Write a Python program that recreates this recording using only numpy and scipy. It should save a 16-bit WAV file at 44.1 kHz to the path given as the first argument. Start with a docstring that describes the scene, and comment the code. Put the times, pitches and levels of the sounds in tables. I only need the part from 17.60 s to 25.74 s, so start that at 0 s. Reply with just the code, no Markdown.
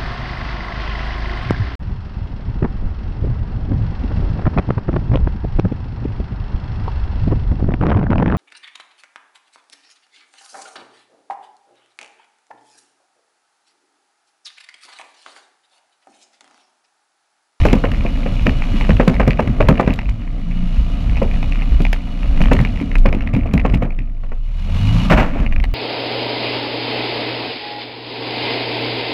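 """Inside a battered derby car

An engine labours, drops back and revs up into a collision on a dirt arena: a sum of sine waves plus pulsing noise.
A damaged wheel slaps and thumps the body, at first about five times a second: decaying sines and noise bursts.
Loose parts clack and tick in short noise bursts, while the bare cab booms, rumbles and drones as it shakes.
The collision is crackling noise that comes in stages. The hardest blows overload the microphone."""
import sys
import numpy as np
from scipy import signal
from scipy.fft import rfft, irfft
from scipy.io import wavfile
from scipy.ndimage import uniform_filter1d

SR = 44100
rng = np.random.default_rng(int(sys.argv[2]) if len(sys.argv) > 2 else 0)


def dump_mix(stems):
    """Bounce the given channels to the path in sys.argv[1] as a 16-bit WAV at rate SR."""
    frames = np.atleast_2d(stems).T  # one column per channel
    limited = np.clip(frames, -1, 1)  # hard clip at full scale
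    pcm = np.round(limited * 32767).astype(np.int16)
    wavfile.write(sys.argv[1], SR, pcm)


N = 358974
TIME = np.arange(N) / SR  # seconds

# Roughness of the ride. Each row: time in seconds, reference level in dB for the noises that follow the ride.
RIDE = [(0, -25), (.9, -29.5), (1.3, -26.5), (2.2, -26.5), (2.55, -34), (3.1, -35.5), (3.6, -28.5),
        (4.45, -35.5), (4.92, -23.5), (5.3, -30.5), (6.17, -26), (6.4, -40), (6.85, -51.5), (7.15, -37),
        (7.48, -29), (7.65, -30.5), (7.9, -29.5), (8.14, -37)]
# Body rocking on its springs. Each row: time in seconds, cab boom level in dB.
BOOM = [(0.0, -10.5), (0.27, -17.5), (1.29, -13.5), (1.92, -34), (1.99, -13), (2.31, -27), (3.33, -14.5),
        (4.38, -13), (4.42, -23), (4.87, -8.5), (5.28, -24.5), (5.4, -8), (5.67, -20), (8.14, -14.5)]
# Deep ruts jolt the chassis. Each row: start in seconds, peak of the swing in dB.
JOLTS = [(0.131, -10.5), (0.371, -22), (2.071, -9), (2.461, -11.5), (3.171, -6.5), (3.329, -13.5),
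         (3.51, -7.5), (4.11, -6), (4.68, -10), (4.81, -20), (5.75, -17.5), (5.94, -11), (6.139, -10),
         (7.531, -10), (7.79, -11.5), (7.97, -9.5)]
# Tone of the low rumble. Each row: frequency in Hz, relative level in dB.
RUMBLE_TONE = [(25, -25.5), (40, 9), (50, 6), (65, 0.5), (90, -2.5), (125, -7), (200, -38.5)]
# Tone of the floor pan drone. Each row: frequency in Hz, relative level in dB.
DRONE_TONE = [(70, -21.5), (110, -4.5), (140, -0.5), (180, -4), (230, -0.5), (275, -2.5), (320, -15),
              (450, -39)]

# Engine speed. Each row: time in seconds, firing rate in Hz, exhaust level in dB before the pipe's tone.
ENGINE = [(0, 116.5, -36), (1.1, 122, -31.5), (2.65, 107.3, -38), (2.98, 117.8, -20), (3.35, 111.9, -28.5),
          (3.72, 117.9, -30.5), (3.9, 109.8, -25), (4.3, 117.5, -31), (5.3, 116.7, -30), (6.3, 62.7, -35.5),
          (6.85, 72.1, -39.5), (7.09, 79.8, -22.5), (7.28, 105.8, -16.5), (7.36, 111.1, -14.5),
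          (7.49, 121, -13.5), (7.8, 92.6, -47), (8.14, 74, -28)]
# Notes of the uneven cylinders. Each row: multiple of the firing rate, relative level in dB.
ENGINE_ORDERS = [(.5, -26), (1, -1.5), (1.25, -34), (1.5, -3), (1.75, -13.5), (2, -9.5), (2.25, -18),
                 (2.5, -11.5), (3, -19)]
# How the exhaust pipe favours some pitches. Each row: frequency in Hz, gain in dB.
PIPE_TONE = [(40, -16), (85, 6), (109, 4), (118, -9), (130, -8.5), (155, -1), (176, 0.5), (200, 2.5),
             (228, -6.5), (255, 2), (277, -3), (305, -50), (385, -22), (500, -24)]
# Tone of the engine roar. Each row: frequency in Hz, relative level in dB.
ROAR_TONE = [(200, -13), (330, 7), (500, 8.5), (720, 11), (900, -5), (1200, 4.5), (1600, -4.5),
             (2300, -2.5), (2900, -35), (3500, -63.5), (6000, -36)]
# Tone of the engine rasp. Each row: frequency in Hz, relative level in dB.
RASP_TONE = [(900, 6), (1800, -2.5), (2450, 5.5), (2950, -2.5), (3300, -1), (4300, -3), (4800, -9.5),
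             (5400, -9.5), (7000, -15.5), (8500, -23.5), (10800, -20.5), (12500, -29), (15000, -30)]
# A narrow resonance in the rasp. The one row: frequency in Hz, width in Hz, level in dB relative to the rasp.
RASP_RING = (2910, 69, -8)
# Throttle. Each row: time in seconds, reference level in dB (the treble of the rasp).
THROTTLE = [(0, -42.5), (.25, -51), (1.25, -46), (1.65, -55.5), (2.2, -54), (2.68, -61), (2.8, -57.5),
            (3.22, -51), (4.24, -51.5), (4.46, -54), (4.98, -49), (5.7, -64.5), (6.1, -65), (6.4, -73),
            (6.8, -65.5), (7.18, -44), (7.46, -41.5), (7.64, -58), (8.14, -63)]

# A loose part clacking hard. Each row: start in seconds, peak in dB.
CLACKS = [(0.2543, -12), (0.3168, -18), (0.4643, -15.5), (0.8674, -3.5), (1.0207, -13.5), (1.2099, -10),
          (1.3053, -8), (1.707, -8), (2.0072, -7), (2.3895, -13.5), (2.4905, -19), (3.5696, -17.5),
          (3.8288, -14), (3.922, -16.5), (4.0203, -16), (4.2512, -7.5), (4.3301, -8), (4.8157, -7.5),
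          (4.8571, -14), (4.99, -9.5), (5.0499, -9), (5.315, -18), (5.3544, -10.5), (5.46, -10),
          (5.5273, -12), (5.6075, -18), (5.674, -15.5), (5.7498, -14.5), (5.9774, -9.5), (6.1422, -13),
          (6.3052, -23.5), (6.3894, -20), (6.7176, -38), (7.8635, -12.5), (7.9245, -14.5), (7.9619, -14.5),
          (8.0006, -16), (8.04, -13)]
# Tone of a clack. Each row: frequency in Hz, relative level in dB.
CLACK_TONE = [(300, -14.5), (900, -4.5), (1500, -12.5), (1900, -2.5), (2450, 1), (2800, -4.5), (3300, -18),
              (4200, -25), (5400, -29), (7500, -45), (15000, -46.5)]
# Small hard bits ticking. Each row: start in seconds, peak of the treble in dB.
TICKS = [(0.052, -27), (0.1281, -22), (0.184, -40), (0.3155, -36), (1.4783, -22.5), (1.6768, -25),
         (2.0859, -17), (2.336, -32), (2.4934, -37.5), (4.2184, -32.5), (4.3286, -25), (4.8218, -29.5),
         (4.9317, -23.5), (5.0115, -33.5), (5.3824, -31.5), (5.9358, -32), (6.1464, -35)]
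# Tone of a tick. Each row: frequency in Hz, relative level in dB.
TICK_TONE = [(800, -33), (2500, 18.5), (4000, 9.5), (5500, 3.5), (7200, 1.5), (9000, -10.5), (11000, -1.5),
             (13000, -13), (15500, -9)]

# Sheet metal giving way in stages. Each row: start in seconds, level in dB.
CRASH = [(7.498, -3.5), (7.52, -12.5), (7.570, -9.5), (7.596, -16.5), (7.618, -35), (7.785, -37)]
# Tone of crumpling metal. Each row: frequency in Hz, relative level in dB.
CRUMPLE_TONE = [(50, -9), (140, 13.5), (270, 11.5), (400, -4), (590, 6), (1000, 0.5), (1600, -4),
                (2500, -5.5), (3300, -16.5), (4500, -25), (7000, -33.5), (10000, -45.5), (15000, -42)]

# Heavy thumps on the floor pan. Each row: start in seconds, peak in dB, strongest ring in Hz.
THUMPS = [(0.13, 0.5, 224), (0.86, -11.5, 124), (1.14, -14.5, 246), (1.292, -1.5, 190), (1.477, 1.5, 184),
          (1.677, -0.5, 154), (1.875, -5, 121), (2.086, 3, 156), (2.276, -1.5, 183), (4.121, -12.5, 192),
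          (4.204, -6.5, 210), (4.805, -5.5, 172), (4.924, -7, 269), (5.001, -5.5, 134), (5.213, -10, 254),
          (5.548, -8, 149), (5.737, -6.5, 123), (5.764, -7.5, 245), (5.938, -3, 185), (6.138, -6.5, 149),
          (6.225, -11, 121), (6.387, -19.5, 121), (7.801, -10, 206.4)]
# Ringing of the floor pan. Each row: frequency in Hz, strength in dB, time to fall 60 dB in seconds.
FLOOR_PAN_MODES = [(120.6, 5, 0.1), (148.1, -1, 0.13), (184.4, 5.5, 0.069), (225.7, 0, 0.11),
                   (264.6, -1, 0.12), (370, -15.5, 0.14)]
# Tyre slapping sheet metal. Each row: start in seconds, peak of the panel ring in dB,
# strongest ring in Hz, mid-band level of the smack in dB.
SLAPS = [(0.052, -2.5, 614, -14.5), (0.239, -8.5, 548, -20.5), (0.449, -15.5, 550, -35),
         (0.66, -13, 522, -31), (0.865, -7, 550, -39), (1.208, -18, 716, -47), (1.398, -1, 520, -12.5),
         (1.598, -9, 650, -14.5), (1.792, -5.5, 578, -14), (2.004, -3.5, 600, -19),
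         (2.197, -3.5, 690, -14.5), (3.618, -7.5, 623, -27), (4.914, -4.5, 554, -10), (5.456, -8, 596, -21),
         (5.526, -17, 668, -30), (5.856, -20.5, 540, -42), (6.05, -6, 855, -16.5),
         (6.222, -12.5, 614, -23.5), (6.635, -33.5, 720, -42), (6.718, -29.5, 610, -35),
         (7.758, -18.5, 634.8, -37)]
# Ringing of the panel. Each row: frequency in Hz, strength in dB,
# time to fall 60 dB in seconds before the extra fading of a slap.
PANEL_MODES = [(381, 2.5, 0.094), (474.5, 2, 0.11), (548.8, -1.5, 0.31), (563, 2.5, 0.074), (653, 3, 0.082),
               (713.5, -5, 0.17), (840, -7.5, 0.13), (971, -4.5, 0.2), (1114, 0, 0.1)]
# Tone of a smack. Each row: frequency in Hz, relative level in dB.
SMACK_TONE = [(200, -12.5), (380, 16.5), (650, 17.5), (1150, 15.0), (1900, 8), (2700, 5.5), (3400, -14.5),
              (6000, -22.0)]
# Tone of the bodywork's shudder. Each row: frequency in Hz, relative level in dB.
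SHUDDER_TONE = [(220, -19.0), (370, -1.5), (620, -5), (1200, -23), (2000, -42.5)]

# Between jolts the low noise follows the ride.
RUMBLE_OVER_RIDE_DB, DRONE_OVER_RIDE_DB = 7.5, 1
# The chassis swings up in this time, near this pitch, with this spread as a fraction of the pitch.
JOLT_RISE_S, JOLT_HZ, JOLT_SCATTER = 0.023, 53.44, 0.1
# The roar grows with the throttle and with the roughness of the ride.
ROAR_OVER_THROTTLE_DB, ROAR_OVER_RIDE_DB = 4.5, -12.5
RASP_OVER_THROTTLE_DB = 8  # the whole rasp, relative to its treble
# Every blow throws a loose part: lag after a slap, level after a 0 dB blow, dB per dB of blow.
SHAKE_DELAY_S, SHAKE_DB, SHAKE_GROWTH = 0.011, -14, 0.85
# Lesser clacks come at random, this often when the ride is at this level and less often when it is smoother.
RATTLES_PER_S, ROUGH_RIDE_DB = 18, -27
RATTLE_OVER_RIDE_DB, RATTLE_SPREAD_DB = 6, 2.5
BLOW_TICK_DB = -33.5  # treble of the tick, relative to the blow that shakes the small bits
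TICK_BODY_DB = 8  # a whole tick, relative to its treble
CRUNCH_RISE_S, CRUNCH_DECAY_S = 0.0044, 0.025
SCRAPE_DB, SCRAPE_S = -30, 0.36  # the cars grind along each other for this long
REBOUND_S, REBOUND_DB, REBOUND_HZ = 0.02, -6.5, 230  # each thump lands a second time
SLAP_PAN_DB, SLAP_PAN_HZ = -2, 222  # a slap also swings the floor pan, this much weaker, around this pitch
# Mainly hard thumps ring the panel: level after a 0 dB thump, dB per dB of thump, pitch.
THUMP_PANEL_DB, THUMP_PANEL_GROWTH, THUMP_PANEL_HZ = -7.5, 2.16, 479
THUMP_SMACK_DB = -3.5  # smack of a thump, relative to the panel ring
SMACK_CREST_DB = 8  # peak of a slap's smack above its mid-band level
CUTOFF_HZ = 15400  # upper limit of the microphone sound


def amp(db):
    """Turns decibels into gain."""
    return 10 ** (np.asarray(db) / 20)


def unit(x):
    """Scales a sound to rms 1."""
    return x / np.sqrt(np.mean(x ** 2) + 1e-20)


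def crest(x):
    """Scales a sound to peak 1."""
    return x / (abs(x).max() + 1e-20)


def curves(rows):
    """Turns each column of a table into a curve over the whole time."""
    s, *columns = np.transpose(rows)
    return [np.interp(TIME, s, column) for column in columns]


def since(s):
    """Seconds since time s, zero before it."""
    return np.maximum(TIME - s, 0)


def shape_db(points, hz):
    """Reads a tone table on a log-frequency axis; the level falls away beyond its ends."""
    f, db = np.transpose(points)
    octave, known = np.log2(hz + 1), np.log2(f + 1)
    outside = abs(octave - np.clip(octave, known[0], known[-1]))
    return np.interp(octave, known, db) - 20 * outside


def colour(x, points, size=8192):
    """Filters a sound to the given tone without starting ahead of it (a minimum-phase filter)."""
    hz = abs(np.fft.fftfreq(size, 1 / SR))
    log_gain = np.log(amp(shape_db(points, hz)) + 1e-5)
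    response = np.exp(np.conj(signal.hilbert(log_gain)))
    taps = np.fft.ifft(response).real[:size // 2]
    return signal.oaconvolve(x, taps)[:len(x)]


def wander(rate_hz):
    """Slow random motion of rms 1: noise with its faster part removed."""
    spectrum = rfft(rng.standard_normal(N))
    slow = np.exp(-(np.fft.rfftfreq(N, 1 / SR) / rate_hz) ** 2)
    return unit(irfft(spectrum * slow, N))


def steady(x, seconds):
    """Evens out the swells of a noise that are slower than the given time."""
    power = uniform_filter1d(x ** 2, max(int(seconds * SR), 2))
    return x / np.sqrt(abs(power) + 1e-12)


def add(mix, s, sound):
    """Mixes a sound in at time s."""
    part = mix[max(round(s * SR), 0):][:len(sound)]
    part += sound[:len(part)]


def burst(t, rise, decay):
    """Noise that swells softly and dies away; both times are in seconds."""
    return rng.standard_normal(len(t)) * (1 - np.exp(-(t / rise) ** 2)) * np.exp(-t / decay)


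def ring(modes, t, centre_hz, octaves, scatter, rise):
    """Struck metal: decaying sines, where the place of the blow favours those near centre_hz."""
    hz, db, t60 = np.transpose(modes)[:, :, None]
    detune, phase = rng.standard_normal((2, len(modes), 1))
    favour = 1 / (1 + (np.log2(hz / centre_hz) / octaves) ** 2)
    weight = amp(db - 60 * t / t60) * favour
    swing = np.sin(2 * np.pi * (hz * (1 + scatter * detune) * t + phase))
    return crest((weight * swing).sum(0) * (1 - np.exp(-(t / rise) ** 2)))


def shell(x, wet_db, t60):
    """Dense early reflections between bare steel walls, cut after 0.1 s and duller than the direct sound."""
    t = TIME[:SR // 10]
    taps = unit(rng.standard_normal(len(t)) * amp(-60 * t / t60)) / np.sqrt(len(t))
    taps = signal.lfilter(*signal.butter(2, 3500, fs=SR), taps)
    return x + amp(wet_db) * signal.oaconvolve(x, taps)[:len(x)]


def cab():
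    """The cab booms at its lowest resonance, the chassis rumbles and swings over ruts, the floor pan drones."""
    boom_db, = curves(BOOM)
    ride_db, = curves(RIDE)
    boom_hz = 28.76 * (1 + 0.1306 * wander(7.33))
    boom = unit(np.sin(2 * np.pi * np.cumsum(boom_hz) / SR) * amp(1.6 * wander(4.8)))
    rumble = steady(colour(rng.standard_normal(N), RUMBLE_TONE), 0.064) * amp(4.1 * wander(11))
    drone = steady(colour(rng.standard_normal(N), DRONE_TONE), 0.28)
    low_noise = rumble * amp(RUMBLE_OVER_RIDE_DB) + drone * amp(DRONE_OVER_RIDE_DB)
    out = boom * amp(boom_db) + low_noise * amp(ride_db)
    for s, db in JOLTS:
        age = since(s) / JOLT_RISE_S
        hz = JOLT_HZ * (1 + JOLT_SCATTER * rng.uniform(-0.86, 1))
        swell = age * np.exp(1 - age)  # reaches 1 after the rise time
        out += amp(db) * swell * np.sin(2 * np.pi * hz * since(s))
    return out


def engine():
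    """Multiples of the firing rate sound through the pipe; roar and rasp are noise pulsing with the firing."""
    firing_hz, exhaust_db = curves(ENGINE)
    throttle_db, = curves(THROTTLE)
    ride_db, = curves(RIDE)
    firings = np.cumsum(firing_hz * (1 + .008 * wander(14))) / SR  # running count, slightly uneven
    note = np.zeros(N)
    for k, db in ENGINE_ORDERS:
        throb_db = 2.5 * wander(14)
        level_db = db + shape_db(PIPE_TONE, k * firing_hz) + throb_db
        note += amp(level_db) * np.sin(2 * np.pi * k * (firings + rng.random()))
    # One pulse per firing, and a slower one that favours every other firing.
    puffs = 1 + 0.18 * np.cos(2 * np.pi * firings) + 0.23 * np.cos(np.pi * firings)
    roar = unit(colour(rng.standard_normal(N) * puffs * amp(1.8 * wander(25)), ROAR_TONE))
    rasp = unit(colour(rng.standard_normal(N) * puffs * amp(1.0 * wander(26)), RASP_TONE))
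    ring_hz, width_hz, ring_db = RASP_RING
    resonance = signal.lfilter(*signal.iirpeak(ring_hz, ring_hz / width_hz, SR), rasp)
    rasp += amp(ring_db) * unit(resonance)
    roar_gain = np.hypot(amp(throttle_db + ROAR_OVER_THROTTLE_DB), amp(ride_db + ROAR_OVER_RIDE_DB))
    hiss = roar * roar_gain + rasp * amp(throttle_db + RASP_OVER_THROTTLE_DB)
    return note * amp(exhaust_db) + shell(hiss, wet_db=-10.5, t60=0.27)


def chatter(ride_db):
    """Faint chatter of loose parts: many random tiny grazes, louder on a rough ride."""
    hits = rng.random(N) < 60 / SR  # about 60 a second
    strikes = hits * amp(4 * np.minimum(rng.exponential(1, N), 2))
    grazes = signal.oaconvolve(strikes, np.hanning(SR // 300), "same") * rng.standard_normal(N)
    return unit(colour(grazes, CLACK_TONE)) * amp(0.73 * ride_db - 27.5)


def clatter():
    """Loose parts strike and rebound in short noise bursts, shaken by each blow and by the ride."""
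    clacks, ticks, t = np.zeros(N), np.zeros(N), TIME[:SR // 12]
    ride_db, = curves(RIDE)
    blows = [(s + SHAKE_DELAY_S, db) for s, db, *_ in SLAPS] + [(s, db) for s, db, _ in THUMPS]
    thrown = [(s, SHAKE_DB + SHAKE_GROWTH * db) for s, db in blows]
    rattle_db = ride_db + RATTLE_OVER_RIDE_DB + RATTLE_SPREAD_DB * rng.standard_normal(N)
    rattle_rate = RATTLES_PER_S * amp(ride_db - ROUGH_RIDE_DB)
    rattle_samples = np.flatnonzero(rng.random(N) < rattle_rate / SR)
    rattles = [(TIME[i], rattle_db[i]) for i in rattle_samples]
    for s, db in CLACKS + thrown + rattles:
        contact = burst(t, 0.0015, 0.00065) + 0.058 * burst(t, 0.0014, 0.0026)
        clack = amp(db) * crest(colour(contact, CLACK_TONE))
        add(clacks, s - .0004, clack)
        add(clacks, s + rng.uniform(.008, 0.029), amp(rng.uniform(-13.5, -5.5)) * clack)  # rebound
    shaken = [(s, db + BLOW_TICK_DB) for s, db in blows]
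    for s, db in TICKS + shaken:
        contact = burst(t, 0.0026, 0.0019) + 0.041 * burst(t, 0.00067, 0.012)
        tick = amp(db + TICK_BODY_DB) * crest(colour(contact, TICK_TONE))
        add(ticks, s - .0004, tick)
        add(ticks, s + rng.uniform(0.012, 0.028), amp(rng.uniform(-22, -9)) * tick)  # rebound
    return clacks + ticks + chatter(ride_db)


def collision():
    """Buckling metal: snaps over a grinding scrape; the heavy panels give way just after the first crunch."""
    start = CRASH[0][0]
    force = amp(SCRAPE_DB) * (TIME > start) * (TIME < start + SCRAPE_S)
    for s, db in CRASH:
        age = since(s)
        force = force + amp(db) * np.minimum(age / CRUNCH_RISE_S, 1) * np.exp(-age / CRUNCH_DECAY_S)
    snaps = (rng.random(N) < 600 / SR) * rng.standard_normal(N)  # about 600 a second
    crackle = unit(snaps) + 1.37 * rng.standard_normal(N)
    crunch = steady(colour(crackle, CRUMPLE_TONE), 0.0175)
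    heavy = signal.sosfiltfilt(signal.butter(2, 750, fs=SR, output="sos"), crunch)
    late_force = np.interp(TIME - .009, TIME, force)  # the low part lags by 9 ms
    return (crunch - heavy) * force + heavy * late_force


def pan_blows():
    """Lists every blow that swings the floor pan: start in seconds, peak in dB, strongest ring in Hz."""
    rebounds = [(s + REBOUND_S, db + REBOUND_DB, REBOUND_HZ) for s, db, _ in THUMPS]
    from_slaps = [(s, db + SLAP_PAN_DB, SLAP_PAN_HZ) for s, db, *_ in SLAPS]
    return list(THUMPS) + rebounds + from_slaps


def thumps():
    """Heavy blows swing the floor pan, whose low ringing dies away quickly."""
    out, t = np.zeros(N), TIME[:SR // 3]
    for s, db, hz in pan_blows():
        pan = ring(FLOOR_PAN_MODES, t, hz, octaves=0.46, scatter=0.039, rise=0.0014)
        add(out, s - .001, amp(db) * pan)
    return out


def panel_blows():
    """Lists every blow that rings the panel: start in seconds, ring peak in dB, ring in Hz, smack peak in dB."""
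    rows = [(s, db, hz, smack_db + SMACK_CREST_DB) for s, db, hz, smack_db in SLAPS]
    for s, db, _ in THUMPS:
        panel_db = THUMP_PANEL_DB + THUMP_PANEL_GROWTH * db
        rows.append((s, panel_db, THUMP_PANEL_HZ, panel_db + THUMP_SMACK_DB))
    return rows


def slaps():
    """Each slap is a gritty smack, flaps of loose rubber, the ring of the panel and a shudder of the bodywork."""
    out, t = np.zeros(N), TIME[:SR // 3]
    fading = 0.16 + np.exp(-t / 0.0096)  # a strong start over a weaker ring
    for s, db, hz, smack_db in panel_blows():
        panel = crest(ring(PANEL_MODES, t, hz, octaves=0.59, scatter=0.0452, rise=0.0029) * fading)
        flaps = (rng.random(len(t)) < 500 / SR) * burst(t, 0.012, 0.028)  # sparse clicks
        smack = crest(colour(burst(t, 0.0027, 0.0072) + 2 * flaps, SMACK_TONE))
        shudder = .24 * crest(colour(burst(t, .012, .036), SHUDDER_TONE))
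        add(out, s - .002, amp(db) * (panel + shudder) + amp(smack_db) * smack)
    return out


def scene():
    """Adds up bodywork, engine, loose parts, collision, thumps and slaps in one channel."""
    return (cab() + engine() + clatter() + collision() + thumps() + slaps())[None]


def record(dry):
    """The microphone smoothly flattens the highest peaks, then the top treble is cut off."""
    ceiling = .95
    held = dry / (1 + (dry / ceiling) ** 8) ** (1 / 8)
    low_pass = signal.firwin(511, CUTOFF_HZ, window=("kaiser", 9), fs=SR)
    return signal.oaconvolve(held, low_pass[None], "same")


dry = scene()
out = record(dry)
dump_mix(out)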